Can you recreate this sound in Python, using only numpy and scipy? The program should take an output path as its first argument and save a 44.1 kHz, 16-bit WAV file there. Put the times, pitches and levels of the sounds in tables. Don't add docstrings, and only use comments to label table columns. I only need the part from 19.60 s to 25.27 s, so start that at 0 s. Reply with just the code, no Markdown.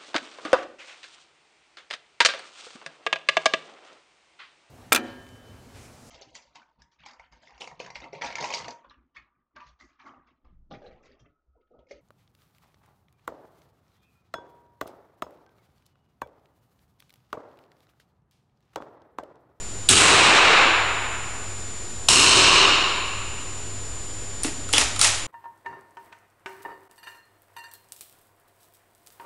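import sys
import numpy as np
from scipy import signal
from scipy.fft import rfft, irfft
from scipy.io import wavfile
from scipy.ndimage import uniform_filter1d

SR = 44100
rng = np.random.default_rng(int(sys.argv[2]) if len(sys.argv) > 2 else 0)


def voltage_ratio(decibels):
    exponent = np.asarray(decibels, float) / 20
    return 10 ** exponent


def unload_audio(sound):
    columns = np.transpose(np.atleast_2d(sound))
    steps = np.round(np.clip(columns, -1, 1) * 32767)
    wavfile.write(sys.argv[1], SR, steps.astype(np.int16))


N = 249910

# pitch_hz, level_db (per Hz)
AIR_COLOUR = [(8.8, -42), (15, -4.5), (27, -8), (103, -14.5), (125, -15.5), (201, -20), (281, -19.5),
              (393, -17.5), (550, -23), (650, -23.5), (2630, -28.5), (6600, -29.5), (7180, -27.5),
              (7800, -26.5), (11900, -40), (15400, -78), (22000, -120)]
# time_s, level_db
STIR = [(0, -0.5), (4.9, 0), (5.1, 4.5), (5.4, 5.5), (5.67, -1.5)]

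# pitch_hz, fade_s
RANGE_FADE = [(40, 1.14), (100, 0.95), (300, 1.5), (800, 1.9), (1600, 1.95), (2500, 1.83), (4000, 1.48),
              (6500, 1.047), (11000, 0.68)]
BOOTH_FADE = [(200, 0.78), (1000, 1), (3000, 0.76), (6000, 0.54), (11000, 0.47)]
# pitch_hz, level_db (per Hz)
BOOTH_COLOUR = [(200, 20), (500, 3.5), (1000, 5.5), (1600, 2), (3000, 4.5), (4200, 2), (7000, 7),
                (11500, 3.5)]
# delay_s, level_db
BOOTH_ECHOES = [(.014, 2), (.0215, 2), (.033, 2), (.037, 2)]

# start_s, level_db, brightness_db (per part), length_s, room_db
CONTACTS = [
    (4.8335, -31.5, 7.5, 0.0087, -5.5),
    (4.8455, -27.5, -1, 0.0057, -9),
    (5.089, -35, 4, 0.0033, -6),
    (5.128, -27, 9, 0.0062, -20),
    (5.1355, -12.5, 2, .003, -7),
    (5.1803, -11, 2.5, 0.0049, -7.5),
    (5.361, -29, 1, 0.0058, -12),
    (5.393, -21, 3.5, 0.0046, -6.5),
    (5.4131, -4.5, 4, 0.0021, -4.5),
]
# low_hz, high_hz
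PART_EDGES = [(550, 1800), (1800, 4000), (4000, 7200), (7200, 10800)]
PART_COLOUR = (-2, 2, -1, -5.5)
# start_s, spring_db
RATTLE = [(5.1352, -9), (5.1438, -9), (5.151, -13), (5.1625, -11), (5.1725, -12)]
# pitch_hz, fade_s, spread (0 to 1, of the split tones)
SPRING = (3150, .035, .05)
CATCH = (9000, .008, .025)
LATCH = (8950, .017, .025)
RECEIVER = (1320, 0.05, 0.025)
# start_s, peak_db
CATCH_STRIKES = [(4.8336, -9)]
LATCH_STRIKES = [(5.3927, -11), (5.4135, -1)]
RECEIVER_STRIKES = [(5.091, -30), (5.363, -29), (5.395, -24), (5.416, -14)]
# pitch_hz, peak_db, fade_s
LIFT_THUMP = [(296, -17, 0.12), (399, -23, 0.13), (652, -31, 0.14)]
DRAW_THUMP = [(308, -23, 0.095), (482, -23, .09), (910, -29, .05)]
STOP_THUMP = [(53, -28, .16), (269, -28, 0.2), (444, -27, 0.27)]

# start_s, tail_db (at TAIL_REFERENCE_S), crack_db, far_echo_s (delay of the far end)
SHOTS = [
    (0.2874, -10, 13, 0.11),
    (2.4847, -15.5, 14, 0.28),
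]
# pitch_hz, level_db (per Hz)
FIRST_CRACK = [(120, -45), (200, -13), (771, -20), (1640, -6), (2080, -22), (2590, 2), (3780, 8.5),
               (4260, 1), (7230, -4), (8720, 8), (11900, -11), (15400, -51), (22000, -120)]
SECOND_CRACK = [(120, -39), (200, -16), (1100, 4.5), (2010, -9), (2640, 5), (5310, 2.5), (10500, -6),
                (11900, -23), (15400, -55), (22000, -120)]
# pitch_hz, level_db (per Hz)
FIRST_TAIL = [(18, -62), (30, -21), (97, -12.5), (142, -17.5), (177, -11.5), (211, -15.5), (375, -0.5),
              (533, -5.5), (720, -2), (1910, -1), (2580, -2.5), (7750, -22.5), (11900, -54), (15400, -83),
              (22000, -120)]
SECOND_TAIL = [(18, -38), (30, -8), (217, -13.5), (375, -3.5), (459, -9), (816, -8), (1070, 3.5),
               (1960, -8.5), (2850, 4), (3390, -8.5), (4040, -6.5), (8150, -20.5), (11900, -49.5),
               (15400, -80), (22000, -120)]
# pitch_hz, width_hz, level_db
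FIRST_PEAKS = [(365, 56, -3.5), (1124, 530, 3.5), (1930, 290, -2), (2650, 650, 4.5), (3940, 610, 5.5),
               (4770, 400, -0.5), (8830, 2500, 6)]
SECOND_PEAKS = [(397, 68, 3), (690, 410, 1), (1340, 380, -1.5), (3330, 200, -4.5), (3950, 1400, 4.5),
                (4770, 230, -7), (5300, 500, 3.5), (6600, 410, 2.5), (8140, 430, 6.5), (8700, 400, -8),
                (9200, 450, 4)]
# pitch_hz, level_db
FIRST_EARLY = [(50, 1), (150, -1), (300, 6), (550, -8), (1000, -8.5), (1500, 0), (2050, -6), (2800, 1),
               (4000, 0), (5600, -0.5), (8000, 0)]
SECOND_EARLY = [(50, -7), (150, -1.5), (300, 0.5), (700, -2), (1500, -0.5), (3000, -1), (8000, -2)]

TAIL_REFERENCE_S = 0.6
LIFT_S, DRAW_S, STOP_S = 4.8485, 5.137, 5.182


def at_hz(points, hz):
    table = np.array(points)
    return np.interp(np.log(hz + 1e-9), np.log(table[:, 0]), table[:, 1])


def coloured(spectrum, size, peaks=()):
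    hz = np.fft.rfftfreq(size, 1 / SR)
    lift_db = sum(db / (1 + (2 * (hz - top_hz) / width) ** 2) for top_hz, width, db in peaks)
    noise = rfft(rng.standard_normal(size)) * voltage_ratio(at_hz(spectrum, hz) + lift_db)
    return hz, noise / np.std(irfft(noise, size))


def drift(rate_hz, size):
    knots = rng.standard_normal(4000)
    return np.interp(np.arange(size) / SR * rate_hz, np.arange(len(knots)), knots)


def dying_noise(spectrum, fades, size, from_s, peaks=(), early=((1, 0),), far_echo_s=0):
    hz, noise = coloured(spectrum, size, peaks)
    t = np.arange(size) / SR
    octave = np.clip(np.log2(hz + 1e-9), 5, 14)
    before_echo = 0.5 - 0.5 * np.tanh((t - far_echo_s) / 0.015)
    out = 0
    for centre in np.arange(5, 14.5, 0.5):
        overlap = np.clip(1 - 2 * abs(octave - centre), 0, 1)
        band = irfft(noise * overlap, size)
        decay_db = -60 * (t - from_s) / at_hz(fades, 2 ** centre)
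        out = out + band * voltage_ratio(decay_db + before_echo * at_hz(early, 2 ** centre))
    return out


def ring(hz, fade_s, spread, size):
    t = np.arange(size) / SR
    beating = sum(np.sin(2 * np.pi * hz * (1 + spread * side) * t) for side in (-1, 0, 1.3)) / 2
    rise = 1 - np.exp(-t * hz / 1.2)
    return beating * voltage_ratio(-60 * t / fade_s) * rise


def background():
    t, size = np.arange(N) / SR, 1 << 18
    air = irfft(coloured(AIR_COLOUR, size)[1], size)[:N] * voltage_ratio(-38)
    stir_db = np.interp(t, *np.transpose(STIR))
    hum = voltage_ratio(-42 + stir_db + 2.76 * drift(14, N)) * np.sin(2 * np.pi * 99.3 * t)
    fan = voltage_ratio(-47 + 4.4 * drift(18, N)) * np.sin(2 * np.pi * 58.2 * t)
    whine = voltage_ratio(-36) * np.sin(2 * np.pi * 7089.1 * t)
    return air + hum + fan + whine


def booth_echoes():
    echoes = dying_noise(BOOTH_COLOUR, BOOTH_FADE, 1 << 15, 0)
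    t = np.arange(len(echoes)) / SR
    near_db = sum(db * np.exp(-((t - delay) / 0.001) ** 2) for delay, db in BOOTH_ECHOES)
    early_db = 4 * np.exp(-(t / 0.062) ** 4)
    grain_db = 1.5 * drift(1500, len(t))
    build = 1 - np.exp(-(t / 0.0075) ** 1.1)
    return echoes * voltage_ratio(near_db + early_db + grain_db) * build


def struck_parts():
    strikes = [(SPRING, RATTLE), (CATCH, CATCH_STRIKES), (LATCH, LATCH_STRIKES), (RECEIVER, RECEIVER_STRIKES)]
    thumps = [(LIFT_S, LIFT_THUMP), (DRAW_S, DRAW_THUMP), (STOP_S, STOP_THUMP)]
    rings = [(s, db, *part) for part, rows in strikes for s, db in rows]
    thuds = [(s, db, hz, fade_s, 0.06) for s, modes in thumps for hz, db, fade_s in modes]
    return rings + thuds


def bolt():
    direct, to_room, size = np.zeros(N), np.zeros(N), 8192
    t = np.arange(size) / SR
    bands = [signal.butter(2, edges, "band", fs=SR, output="sos") for edges in PART_EDGES]
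    # 17 dB under their ring, brightness 2 dB, 3.8 ms long, room -5.5 dB
    rattles = [(s, db - 17, 2, 0.0038, -5.5) for s, db in RATTLE[1:]]
    for s, level_db, brightness_db, length_s, room_db in list(CONTACTS) + rattles:
        parts_db = level_db + np.add(PART_COLOUR, brightness_db * np.linspace(-1.5, 1.5, 4))
        shape = (1 - np.exp(-t / 0.00038)) * (np.exp(-t / length_s) + 1e-9)
        rough = rng.standard_normal((4, size))
        at = round(s * SR)
        for band, db, chatter, sign in zip(bands, parts_db, rough, (1, -1, 1, -1)):
            part = signal.sosfilt(band, chatter)
            direct[at:at + size] += (voltage_ratio(db) * shape * part / part.std())[:N - at]
            blow = sign * signal.sosfilt(band, (t == 0) + 1e-18)
            blow = np.sqrt(length_s * SR) * blow / np.linalg.norm(blow)
            to_room[at:at + size] += (voltage_ratio(db + room_db) * blow)[:N - at]
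    for s, peak_db, hz, fade_s, spread in struck_parts():
        at = round(s * SR)
        ringing = ring(hz, fade_s, spread, size)[:N - at]
        direct[at:at + size] += voltage_ratio(peak_db) * ringing
        to_room[at:at + size] += voltage_ratio(peak_db - 17) * ringing
    return direct + voltage_ratio(-30.5) * signal.fftconvolve(to_room, booth_echoes())[:N]


def shots():
    out, size = np.zeros(N), 1 << 17
    t = np.arange(size) / SR
    colours = [(FIRST_CRACK, FIRST_TAIL, FIRST_PEAKS, FIRST_EARLY),
               (SECOND_CRACK, SECOND_TAIL, SECOND_PEAKS, SECOND_EARLY)]
    onset = 1 - np.exp(-(t / 0.0025) ** 2)
    tail_build = 1 - np.exp(-(t / 0.009) ** 2)
    crack_shape = np.exp(-(t / 0.0078) ** 6)
    for (s, tail_db, crack_db, far_echo_s), (crack_colour, tail_colour, peaks, early) in zip(SHOTS, colours):
        tail = dying_noise(tail_colour, RANGE_FADE, size, TAIL_REFERENCE_S, peaks, early, far_echo_s)
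        lumps = voltage_ratio(1.95 * drift(497.6, size) * np.exp(-t / 0.25) + 0.28 * drift(250, size))
        tail = voltage_ratio(tail_db) * tail * lumps * tail_build
        crack = irfft(coloured(crack_colour, size)[1], size) * voltage_ratio(crack_db) * crack_shape
        at = round(s * SR)
        out[at:at + size] += ((tail + crack) * onset)[:N - at]
    return out


def scene():
    return (background() + bolt() + shots())[None]


def roll_off(x):
    return signal.sosfilt(signal.butter(12, 15800, fs=SR, output="sos"), x)


def record(dry):
    hold_db, release_db_per_s, attack_s = -13.5, 125, 0.002
    ceiling, peak_hold_db = 0.74, -7.8
    offset_before, offset_after = -0.015, -0.0067
    band_limit = signal.cheby2(10, 50, 12850, fs=SR, output="sos")
    x = signal.sosfilt(band_limit, dry[0])
    smooth = np.exp(-1 / (0.0047 * SR))
    level_db = 10 * np.log10(signal.lfilter([1 - smooth], [1, -smooth], x ** 2) + 1e-12)
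    ramp = release_db_per_s * np.arange(N) / SR
    held_db = np.maximum.accumulate(level_db + ramp) - ramp
    over_db = np.maximum(held_db - hold_db, 0)
    lag = np.exp(-1 / (attack_s * SR))
    x = (x + offset_before) * voltage_ratio(-signal.lfilter([1 - lag], [1, -lag], over_db))
    short_level = np.sqrt(abs(uniform_filter1d(x ** 2, size=100)))
    x = x / np.maximum(1, short_level / voltage_ratio(peak_hold_db))
    x = signal.sosfilt(band_limit, np.clip(x, -ceiling, ceiling))
    mix = np.clip(x + offset_after, -ceiling, ceiling)[None]
    return roll_off(mix)


dry = scene()
out = record(dry)
unload_audio(out)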